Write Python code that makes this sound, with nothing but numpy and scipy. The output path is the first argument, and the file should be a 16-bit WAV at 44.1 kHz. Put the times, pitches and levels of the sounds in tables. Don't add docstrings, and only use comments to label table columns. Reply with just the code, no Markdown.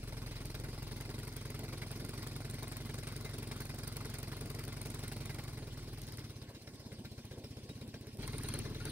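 import sys
import numpy as np
from scipy import signal
from scipy.fft import rfft, irfft, next_fast_len
from scipy.io import wavfile
from scipy.ndimage import uniform_filter1d

SR = 44100
rng = np.random.default_rng(int(sys.argv[2]) if len(sys.argv) > 2 else 0)


def persist_wave(psi):
    counts = np.round(np.clip(psi, -1, 1) * 32767).astype(np.int16)
    wavfile.write(sys.argv[1], SR, np.atleast_2d(counts).T)


N = 392931


def amp(db):
    return 10 ** (np.asarray(db) / 20)


def unit(x):
    return x / np.sqrt(np.mean(x ** 2) + 1e-20)


def along(points, x):
    at, value = np.transpose(points)
    return np.interp(np.log(x + 1), np.log(at + 1), value)


def curves(rows):
    s, *cols = np.transpose(rows)
    return [np.interp(np.arange(N) / SR, s, c) for c in cols]


def curves_at(rows, times_s):
    return [c[(times_s * SR).astype(int)] for c in curves(rows)]


def filtered(x, response):
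    m = next_fast_len(N + SR // 2)
    return irfft(rfft(x, m) * response(np.fft.rfftfreq(m, 1 / SR)), m)[..., :N]


def train(times_s, sizes):
    at = np.clip(np.round(times_s * SR).astype(int), 0, N - 1)
    return np.bincount(at, sizes, N)


def overlaid(at, rings):
    return np.bincount(at.ravel(), rings.ravel(), N + SR)[:N]


def patchy(spectrum, patchy_db, wide, long):
    z = signal.stft(rng.standard_normal((2, N)), nperseg=256)[2]
    field = rng.standard_normal(z.shape[1:])
    field = uniform_filter1d(uniform_filter1d(field, int(wide), 0), int(long), 1)
    pair = signal.istft(z * amp(patchy_db * unit(field)), nperseg=256)[1][:, :N]
    return unit(filtered(pair, lambda hz: amp(along(spectrum, hz))))


# t/s, speed/rpm
SPEED = [(0.0, 1288.3), (0.3, 1279.0), (0.6, 1280.9), (0.9, 1321.7), (1.2, 1350.5), (1.5, 1313.2),
         (1.8, 1316.8), (2.1, 1347.3), (2.4, 1324.2), (2.7, 1352.7), (3.0, 1351.7), (3.3, 1365.3),
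         (3.6, 1322.1), (3.9, 1363.5), (4.2, 1331.2), (4.5, 1332.1), (4.8, 1366.8), (5.1, 1365.4),
         (5.55, 1276.9), (5.75, 1155.0), (6.0, 1206.6), (6.25, 1053.9), (6.5, 910.1), (6.75, 1000.2),
         (7.0, 931.0), (7.25, 899.8), (7.5, 943.2), (7.75, 996.8), (8.0, 896.0), (8.16, 1073.5),
         (8.2, 1188.6), (8.45, 1152.6), (8.7, 1122.9), (8.91, 1192.4)]
# t/s, second cylinder's delay/turn (first leads by as much), its extra gas level/dB,
# valve tick after firing/ms, extra level of upper pipe modes/dB, panel tilt/(dB/octave), gas burst after firing/ms
TIMING = [(0, 0.02, -2.5, 2.5, -7.5, -6, -5.5), (5.5, 0.029, -5.5, 0.5, -8, -5.5, -5.5),
          (6.4, 0.017, -3.5, 4, -8, 5.5, -5.5), (8.17, 0.016, -13, -3, -3.5, 9, -4.5),
          (8.185, 0.012, -27.5, -18.5, -3, -6, -11), (8.91, 0.027, -20, -10.5, -5.5, -10, -15)]
CUT_S = 8.188


def crank():
    turns = np.cumsum(curves(SPEED)[0]) / 60 / SR - .72
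    late = curves(TIMING)[0]
    whole = np.arange(int(turns[-1]) + 1)
    second = 1 - whole % 2
    even = np.interp(whole, turns, np.arange(N))
    second = second ^ (even > CUT_S * SR)
    shift = late[even.astype(int)] * (2 * second - 1)
    return turns, np.interp(whole + shift, turns, np.arange(N) / SR), second


# t/s, level/dB
UNEVEN = [(6.5525, -2), (6.6168, -4.5), (6.7407, -3), (6.8, -0.5), (7.9443, 0.5), (8.138, 1)]


def strength(fired):
    s, db = np.transpose(UNEVEN)
    return (db * (np.abs(fired[:, None] - s) < .02)).sum(axis=1)


# t/s, load/dB
LOAD = [(0, 0.5), (1.0, 0.5), (5.3, 1), (5.75, -0.5), (6.25, -0.5), (6.5, -4), (7.0, -3), (7.2, -3),
        (7.5, -2.5), (7.9, -3), (8.17, -4.5), (8.19, -1.5), (8.5, -0.5), (8.8, -2.5), (8.91, -0.5)]
# level at zero load/dB, growth/(dB/dB load), step at the cut/dB, later drift/(dB/s)
LAYERS = [(-46.5, 1.9, 3.5, 4), (-57, 3, -4.5, 9), (-53.5, 0.63, 2, 3), (-88.5, 10.5, 37, 4)]


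def levels():
    load_db, = curves(LOAD)
    since = np.arange(N) / SR - CUT_S
    return [idle_db + grows * load_db + (since > 0) * (step_db + drift_db * since)
            for idle_db, grows, step_db, drift_db in LAYERS]


WHINE_HZ, WHINE_WIDTH_HZ, WHINE_DB = 1090, 31, -79.5


def whine():
    def mode(hz):
        damping = 1j * hz * WHINE_WIDTH_HZ
        return (damping / (WHINE_HZ ** 2 - hz * hz + damping)) ** 2
    return amp(WHINE_DB) * unit(filtered(rng.standard_normal(N), mode))


# f/Hz, relative level/dB
WHISTLE = [(8400, -64), (8950, -28), (9290, -4), (9620, -30), (10200, -54), (10900, -36), (11250, -17),
           (11700, -38), (12100, -26), (12500, -40), (13200, -23), (13670, -21), (14100, -60)]


def whistle(level_db):
    return amp(level_db) * patchy(WHISTLE, patchy_db=2.5, wide=3, long=4)


# f/Hz, relative level/dB
WASH = [(90, -46), (170, -1.5), (260, -0.5), (450, -6), (816, -16.5), (1080, -19.5), (1220, -31),
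        (1570, -20), (1940, -21), (5020, -16.5), (7180, -27.5), (9240, -23), (11400, -32.5), (14000, -30.5),
        (15800, -28)]
# speed/rpm, swing each way/dB
PULSE = [(900, 2), (1150, 0.5), (1340, 0.5)]
PULSE_LAG_TURNS = 0.15


def wash(level_db, turns):
    swing_db = along(PULSE, curves(SPEED)[0])
    swell_db = swing_db * np.cos(2 * np.pi * (turns - PULSE_LAG_TURNS))
    return amp(level_db + swell_db) * patchy(WASH, patchy_db=3.0, wide=5.7, long=11)


# f/Hz, relative level/dB
ROAR = [(200, -70), (530, -16), (900, 2), (1290, -0.5), (1430, -0.5), (2270, -1), (2840, -4), (3400, -15),
        (3940, -1.5), (4500, 2), (5100, -18), (6050, -1), (7200, -38), (9100, -50), (15400, -120)]
ROAR_DB, ROAR_DB_PER_LOAD_DB = -59.5, 1.0
SURGE_OVER_KNOCK_DB, SURGE_T60_S = 41.0, 0.18


def roar():
    load_db, = curves(LOAD)
    s, db, _ = np.transpose(KNOCKS)
    t = np.arange(SR // 10) / SR
    swell = (1 - np.exp(-t / 0.0015)) * amp(-60 * t / SURGE_T60_S)
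    surge = 1 + signal.fftconvolve(train(s, amp(db + SURGE_OVER_KNOCK_DB)), swell)[:N]
    running = np.arange(N) / SR > CUT_S
    level = running * amp(ROAR_DB + ROAR_DB_PER_LOAD_DB * load_db) * surge
    return level * patchy(ROAR, patchy_db=4.5, wide=3.5, long=3.5)


# t/s, level/dB
CRACKLE = [(8.19, -65), (8.24, -60), (8.4, -71), (8.5, -58), (8.6, -60), (8.7, -66), (8.85, -73),
           (8.91, -52)]
CRACKLE_HZ, CRACKLE_SPREAD_OCT, CRACKLE_T60_S, CRACKLE_SPREAD_DB = 3900, 0.36, 0.028, 2.5


def crackle(count=260):
    luck = rng.random((count, 3))
    t = np.arange(SR // 40) / SR
    hz = CRACKLE_HZ * 2 ** (CRACKLE_SPREAD_OCT * rng.standard_normal((count, 1)))
    size_db = -CRACKLE_SPREAD_DB * np.log(luck[:, :1])
    ring = amp(size_db - 60 * t / CRACKLE_T60_S) * np.sin(2 * np.pi * hz * t)
    start = CUT_S * SR + luck[:, 1:2] * (N - CUT_S * SR)
    grains = overlaid(start.astype(int) + np.arange(len(t)), ring)
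    return amp(curves(CRACKLE)[0]) * grains / np.std(grains[int(CUT_S * SR):])


# t/s, peak of the twice-a-turn tone/dB, lead over the crank/turn
HUM = [(0, -48, 0.02), (0.8, -49.5, 0.02), (1.4, -54.5, 0), (5.4, -54.5, 0), (5.6, -50, 0.28),
       (6.05, -49, 0.28), (6.2, -72, 0.28), (8.18, -72, 0.28), (8.19, -46, 0.26), (8.65, -49, 0.29),
       (8.91, -47, 0.29)]
ONCE_DB = -10


def hum(turns):
    level_db, lead = curves(HUM)
    angle = 2 * np.pi * (turns + lead)
    return amp(level_db) * (np.sin(2 * angle - .95) + amp(ONCE_DB) * np.sin(angle + 1.45))


# f/Hz, relative level/dB, t60/s, second cylinder's extra level/dB
CASE = [(435, 3, 0.048, -1), (588, -8, 0.039, 14), (870, -5, 0.11, 4), (1086, -8, 0.2, 8.5),
        (1424, 2, 0.14, 3.5), (1608, 3, 0.069, -11), (1743, 4.5, 0.052, -17), (2065, 4.5, 0.12, 6),
        (2273, 1.5, 0.17, 3.5), (2454, 3, 0.13, 4), (2777, 1.5, 0.1, -8), (3240, 3.5, 0.08, -1),
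        (3810, 8.5, 0.09, 1), (4143, 1.5, 0.034, 9), (4110, 4, 0.092, 11), (4940, 4.5, 0.066, 5),
        (5400, 9, 0.05, -6), (6100, -1, 0.043, 8)]
FLUTTER_DEPTH, FLUTTER_HZ = 0.45, 160


def panels(times, sizes_db, slope_db):
    hz, db, t60, _ = np.transpose(CASE)[:, None, :, None]
    luck = rng.standard_normal((len(times), len(CASE), 3))
    t = np.arange(SR // 20) / SR
    pitch = hz * (1 + .01 * luck[..., :1])
    tilt_db = slope_db * np.log2(hz / 2500)
    fade = (1 - np.exp(-t / 0.000081)) * np.cos(np.pi / 2 * t / t[-1])
    level_db = db + tilt_db + sizes_db[..., None] + 2.5 * luck[..., 1:2]
    ring = amp(level_db - 60 * t / t60) * fade * np.sin(2 * np.pi * pitch * t)
    start = (times[:, None] + .004 * np.abs(luck[..., 2])) * SR
    slow = filtered(rng.standard_normal(N), lambda f: np.exp(-(f / FLUTTER_HZ) ** 2))
    return (1 + FLUTTER_DEPTH * unit(slow)) * overlaid(start.astype(int)[..., None] + np.arange(len(t)), ring)


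# f/Hz, relative level/dB
GAS = [(150, -70), (350, -52), (600, -6), (1290, -7), (1420, -7.5), (1720, -11.5), (2110, -6.5),
       (2980, -15), (4740, -8), (7140, -21.5), (9140, -15), (15200, -26.5), (15800, -15)]
REBOUND_S = 0.011
# t/s, reference level/dB, pitch of the panel struck hardest f/Hz
KNOCKS = [(0.5442, -35, 2380), (0.6374, -35.5, 1080), (1.276, -48, 1710), (1.5913, -48, 2060),
          (1.634, -46, 2250), (1.727, -37.5, 2250), (1.818, -36, 2100), (2.585, -46, 1120),
          (2.6284, -42, 2210), (2.677, -44, 2090), (2.7157, -35, 1930), (2.766, -39, 2090),
          (3.0694, -36.5, 1600), (3.253, -36.5, 2080), (3.34, -48, 5500), (3.5129, -37, 2100),
          (3.608, -49, 5400), (3.695, -40, 2100), (3.788, -41, 2250), (3.8332, -34, 1290),
          (4.501, -42, 1430), (4.9023, -39, 1460), (5.035, -39, 1410), (5.2964, -43, 2090),
          (6.4158, -44, 5000), (6.548, -44.5, 2800), (6.6717, -42, 5400), (6.795, -65, 4040),
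          (6.9162, -45, 2080), (7.0454, -41, 1590), (7.1776, -46, 2350), (7.3098, -42.5, 1690),
          (7.4385, -44, 2810), (7.5677, -47, 2810), (7.6899, -40, 3700), (7.8121, -42, 3700),
          (7.9399, -39, 1610), (8.0686, -46, 1600), (8.1928, -49, 3300), (8.2267, -35.5, 4100),
          (8.2776, -40, 2130), (8.3305, -37, 1990), (8.3814, -42, 6100), (8.4427, -35, 2810),
          (8.4861, -36, 1090), (8.539, -33.5, 4150), (8.5889, -40, 4400), (8.6507, -36.5, 1710),
          (8.7465, -42, 3870), (8.8004, -38.5, 1440), (8.8528, -33, 1450)]
# speed/rpm, level/dB
BODY = [(950, -5), (1100, -8), (1340, -20)]
BODY_HZ, BODY_T60_S, BODY_AFTER_S = 542, 0.036, 0.003
KNOCK_RING_DB, KNOCK_CRACK_DB, REBOUND_DB = -27, -9.5, -9.5
FAVOURED_DB, FAVOURED_OCT = 9, 0.08
KNOCK_TILT_DB_PER_OCT = -1.5


def knocks():
    s, db, struck_hz = np.transpose(KNOCKS)
    away = np.log2(np.transpose(CASE)[0] / struck_hz[:, None]) / FAVOURED_OCT
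    ring_db = db[:, None] + KNOCK_RING_DB + FAVOURED_DB * np.exp(-away ** 2)
    ring = panels(s, ring_db, KNOCK_TILT_DB_PER_OCT)
    t = np.arange(SR // 20) / SR
    crack_db = db + KNOCK_CRACK_DB
    blows = train(s, amp(crack_db)) + train(s + REBOUND_S, amp(crack_db + REBOUND_DB))
    gate = signal.fftconvolve(blows, (1 - np.exp(-t / 0.00085)) * amp(-60 * t / 0.023))[:N]
    crack = gate * unit(filtered(rng.standard_normal(N), lambda hz: amp(along(GAS, hz))))
    hollow = (1 - np.exp(-t / 0.0015)) * amp(-60 * t / BODY_T60_S) * np.sin(2 * np.pi * BODY_HZ * t)
    body_db = db + along(BODY, curves_at(SPEED, s)[0])
    body = signal.fftconvolve(train(s + BODY_AFTER_S, amp(body_db)), hollow)[:N]
    return ring + body + crack


# f/Hz, relative level/dB, t60/s
GEAR = [(9336, -1.5, 0.0079), (9110, 19, 0.0043), (11000, 8, 0.0061), (11920, 7, 0.0089),
        (13300, 3, 0.0061), (13300, 4, 0.0044)]


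def tick(main_db, rest_db, rise_s, scatter_db):
    t = np.arange(SR // 25) / SR
    modes = []
    for hz, db, t60 in GEAR:
        decay = amp(db + rng.normal(0, scatter_db) - 60 * t / t60)
        modes.append(decay * np.sin(2 * np.pi * (hz * t + rng.random())))
    main, *rest = modes
    burst = rng.standard_normal(len(t) + 1)
    crack = 5.2 * (burst[1:] - 0.043 * burst[:-1]) * amp(-60 * t / 0.011)
    ring = amp(main_db) * main * (1 - np.exp(-(t / rise_s) ** 2))
    return ring + amp(rest_db) * (sum(rest) + crack) * (1 - np.exp(-t / 0.00033))


# speed/rpm, level/dB
TICKS = [(900, -68.5), (1050, -69), (1200, -64.5), (1285, -63.5), (1340, -59.5)]
# speed/rpm, extra level/dB
SECOND_TICK = [(950, -2), (1200, -3), (1340, 0)]
# t/s, drive of the lead mode/dB
PINGS = [(1.2326, -68), (1.277, -44), (1.3653, -26), (1.503, -40), (1.592, -34), (2.9423, -30),
         (2.9854, -47), (3.0745, -33), (3.3842, -34), (3.4301, -41), (3.5174, -50), (3.8776, -25),
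         (4.1405, -60), (4.1856, -25), (4.4099, -51), (4.5025, -51), (4.5486, -30), (4.815, -40),
         (4.8579, -39), (4.9018, -65), (5.0345, -42), (5.08, -33), (5.1238, -39), (6.017, -37),
         (6.0686, -65), (6.122, -42), (6.1725, -36), (8.2766, -17), (8.3816, -29), (8.4342, -23),
         (8.486, -18), (8.538, -11.5), (8.5883, -15.5), (8.8528, -20)]
USUAL_PING_DB, PING_CRACK_DB, CRACK_DB_PER_PING_DB = -23, -53.5, 0.15


def valves(fired, second):
    after = curves_at(TIMING, fired)[2] / 1000
    light, hard = np.zeros(N + SR), np.zeros(N + SR)
    extra_db = second * along(SECOND_TICK, curves_at(SPEED, fired)[0])
    for s, extra in zip(fired + after, extra_db):
        for delay, db in ((0, 11.6), (.012, 4)):
            one = tick(main_db=-6, rest_db=-7, rise_s=.0006, scatter_db=2.5)
            one = one * amp(db + extra + rng.normal(0, 2.5))
            light[int((s + delay + rng.normal(0, .0012)) * SR):][:len(one)] += one
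    for s, db in PINGS:
        crack_db = PING_CRACK_DB + CRACK_DB_PER_PING_DB * (db - USUAL_PING_DB)
        one = tick(db, crack_db, rise_s=0.0015, scatter_db=3.5)
        hard[int(s * SR):][:len(one)] += one
    return amp(along(TICKS, curves(SPEED)[0])) * unit(light[:N]) + hard[:N]


RATTLE_DB = -5


def gas(fired, second):
    t = np.arange(SR // 12) / SR
    puff = (1 - np.exp(-t / 0.0011)) * amp(-60 * t / 0.07)
    puff += (t > REBOUND_S) * amp(-8.5 - 60 * (t - REBOUND_S) / 0.3)
    _, extra_db, _, _, slope_db, after_ms = curves_at(TIMING, fired)
    size_db = extra_db * second + rng.standard_normal(len(fired))
    burst = fired + after_ms / 1000
    gate = signal.fftconvolve(train(burst, amp(size_db)), puff)[:N]
    rush = unit(gate * patchy(GAS, patchy_db=4.0, wide=2.7, long=4))
    panel_db = size_db[:, None] + second[:, None] * np.transpose(CASE)[3]
    return rush, unit(panels(burst, panel_db, slope_db[:, None, None]))


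# speed/rpm, level before bass cut/dB
PULL = [(900, 11), (1150, 0), (1340, -8)]
PULL_AFTER_MS, PULL_WIDTH_MS = -1.05, 1.34


def pull(fired):
    speed = curves_at(SPEED, fired)[0]
    t = np.arange(-300, 301) / SR
    size_db = along(PULL, speed) + strength(fired) + rng.standard_normal(len(fired))
    blows = train(fired + PULL_AFTER_MS / 1000, amp(size_db))
    push = signal.fftconvolve(blows, -np.exp(-(1000 * t / PULL_WIDTH_MS) ** 2), "same")
    return filtered(push, lambda hz: 1j * hz / (35 + 1j * hz) * (hz > 24))


def chug(fired, second, upper_db):
    luck = rng.standard_normal((len(fired), 3))
    t = np.arange(SR // 12) / SR
    turn = t * curves_at(SPEED, fired)[0][:, None] / 60
    rise_hz = (340 + 20 * second[:, None]) * (1 + .025 * luck[:, :1])
    cycles = np.cumsum(98 + rise_hz * turn, axis=1) / SR
    closing = np.cos(np.pi / 2 * np.clip(turn / .95, 0, 1))
    late_db = -9.5 + upper_db[:, None] + luck[:, 1:2]
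    swell = amp(-60 * t / 0.022) + amp(late_db) * np.sin(np.pi * np.clip(turn / 0.601, 0, 1))
    envelope = amp(luck[:, 2:] + strength(fired)[:, None]) * closing * swell * (1 - np.exp(-t / 0.0024))
    ring = -envelope * np.cos(2 * np.pi * cycles - 1.2)
    return unit(overlaid(((fired - .002) * SR).astype(int)[:, None] + np.arange(len(t)), ring))


# f/Hz, width/Hz, relative level/dB, second cylinder's extra/dB, after firing/ms
PIPES = [(49.2, 39.6, -4.5, -9.5, 1.4), (87, 42, -6.5, -20, 0.55), (118, 30, 0.5, 1.5, 1.29),
         (140.3, 33.1, 4, -2.5, 0.59), (228.7, 18, 2, -17.5, 6.14), (308.8, 32, -8, -11, 9.19),
         (361, 28, -12, -3, 6), (435.4, 70, -14, -10, 2.04), (568, 76, -16, -20, 0.28)]
# speed/rpm, extra level/dB
HIGH_PIPES = [(950, 2.3), (1150, 0.33), (1340, 0.11)]
# speed/rpm, extra level/dB
LOW_PIPES = [(900, -4), (1150, -3.5), (1340, -3.5)]
# speed/rpm, level/dB
GLIDE = [(900, 2.5), (1150, 0.5), (1340, -0.5)]


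def thump(fired, second):
    luck = rng.standard_normal((len(fired), 2 * len(PIPES) + 1))
    upper_db = curves_at(TIMING, fired)[3]
    speed = curves_at(SPEED, fired)[0]
    high_db, low_db = along(HIGH_PIPES, speed), along(LOW_PIPES, speed)
    m = next_fast_len(N + SR // 2)
    f = np.fft.rfftfreq(m, 1 / SR)
    total = 0
    for k, (hz, width, db, extra_db, after_ms) in enumerate(PIPES):
        scatter_db = 1.1 * luck[:, -1] + .7 * luck[:, 2 * k]
        size_db = db + extra_db * second + strength(fired) + scatter_db
        size_db = size_db + upper_db * (hz > 180) + high_db * (hz > 400) + low_db * (hz < 400)
        wander_s = (.01 if hz < 180 else .05) / hz * luck[:, 2 * k + 1]
        mode = 1j * f * width / (hz * hz - f * f + 1j * f * width)
        blows = train(fired + after_ms / 1000 + wander_s, amp(size_db))
        total = total - rfft(blows, m) * mode ** 2
    exhaust = unit(irfft(total, m)[:N])
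    exhaust = exhaust + amp(along(GLIDE, curves(SPEED)[0])) * chug(fired, second, upper_db)

    def open_air(hz):
        ground = 1 + .6 * np.exp(-2j * np.pi * hz * .0027 - (hz / 700) ** 2)
        return ground * 1j * hz / (45 + 1j * hz) * hz ** 8 / (hz ** 8 + 48. ** 8)
    return unit(filtered(exhaust, open_air))


def scattered(x):
    t, hop = np.arange(int(.03 * SR)) / SR, SR // 8
    out = np.zeros(N + SR)
    for start in range(-hop, N, hop):
        part = x[max(start, 0):start + 2 * hop] * np.hanning(2 * hop)[max(-start, 0):N - start]
        tail = rng.standard_normal(len(t)) * amp(-60 * t / 0.012)
        smear = signal.fftconvolve(part, tail / np.linalg.norm(tail))
        out[max(start, 0):][:len(smear)] += smear
    return 2.05 * out[:N]


# f/Hz, correlation/1
ALIKE = [(40, 0.998), (80, 1), (150, 1), (250, 0.98), (500, 0.98), (1000, 0.83), (2000, 0.89), (5000, 0.4),
         (15000, 0.22)]
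LAG_S = 4 / SR


def ports(direct, spread):
    turn = lambda hz: np.arccos(np.clip(along(ALIKE, hz), -1, 1)) / 2
    mid = filtered(direct, lambda hz: np.cos(turn(hz)))
    side = filtered(spread, lambda hz: np.sin(turn(hz)))
    lag = lambda hz: np.exp(-1j * np.pi * hz * LAG_S * np.array([[1], [-1]]))
    return filtered(np.array([mid + side, mid - side]), lag)


def scene():
    thump_db, gas_db, wash_db, whistle_db = levels()
    turns, fired, second = crank()
    rush, rattle = gas(fired, second)
    air = whistle(whistle_db) + wash(wash_db, turns) + roar() + amp(gas_db) * rush
    solid = whine() + crackle() + hum(turns) + knocks() + valves(fired, second)
    solid += amp(gas_db + RATTLE_DB) * rattle
    solid += amp(thump_db) * (thump(fired, second) + pull(fired))
    return ports(solid + air[0], scattered(solid) + air[1])


TOP_HZ = 15760


def record(dry):
    return filtered(dry, lambda hz: 1 / (1 + (hz / TOP_HZ) ** 300) + 1e-4)


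dry = scene()
out = record(dry)
persist_wave(out)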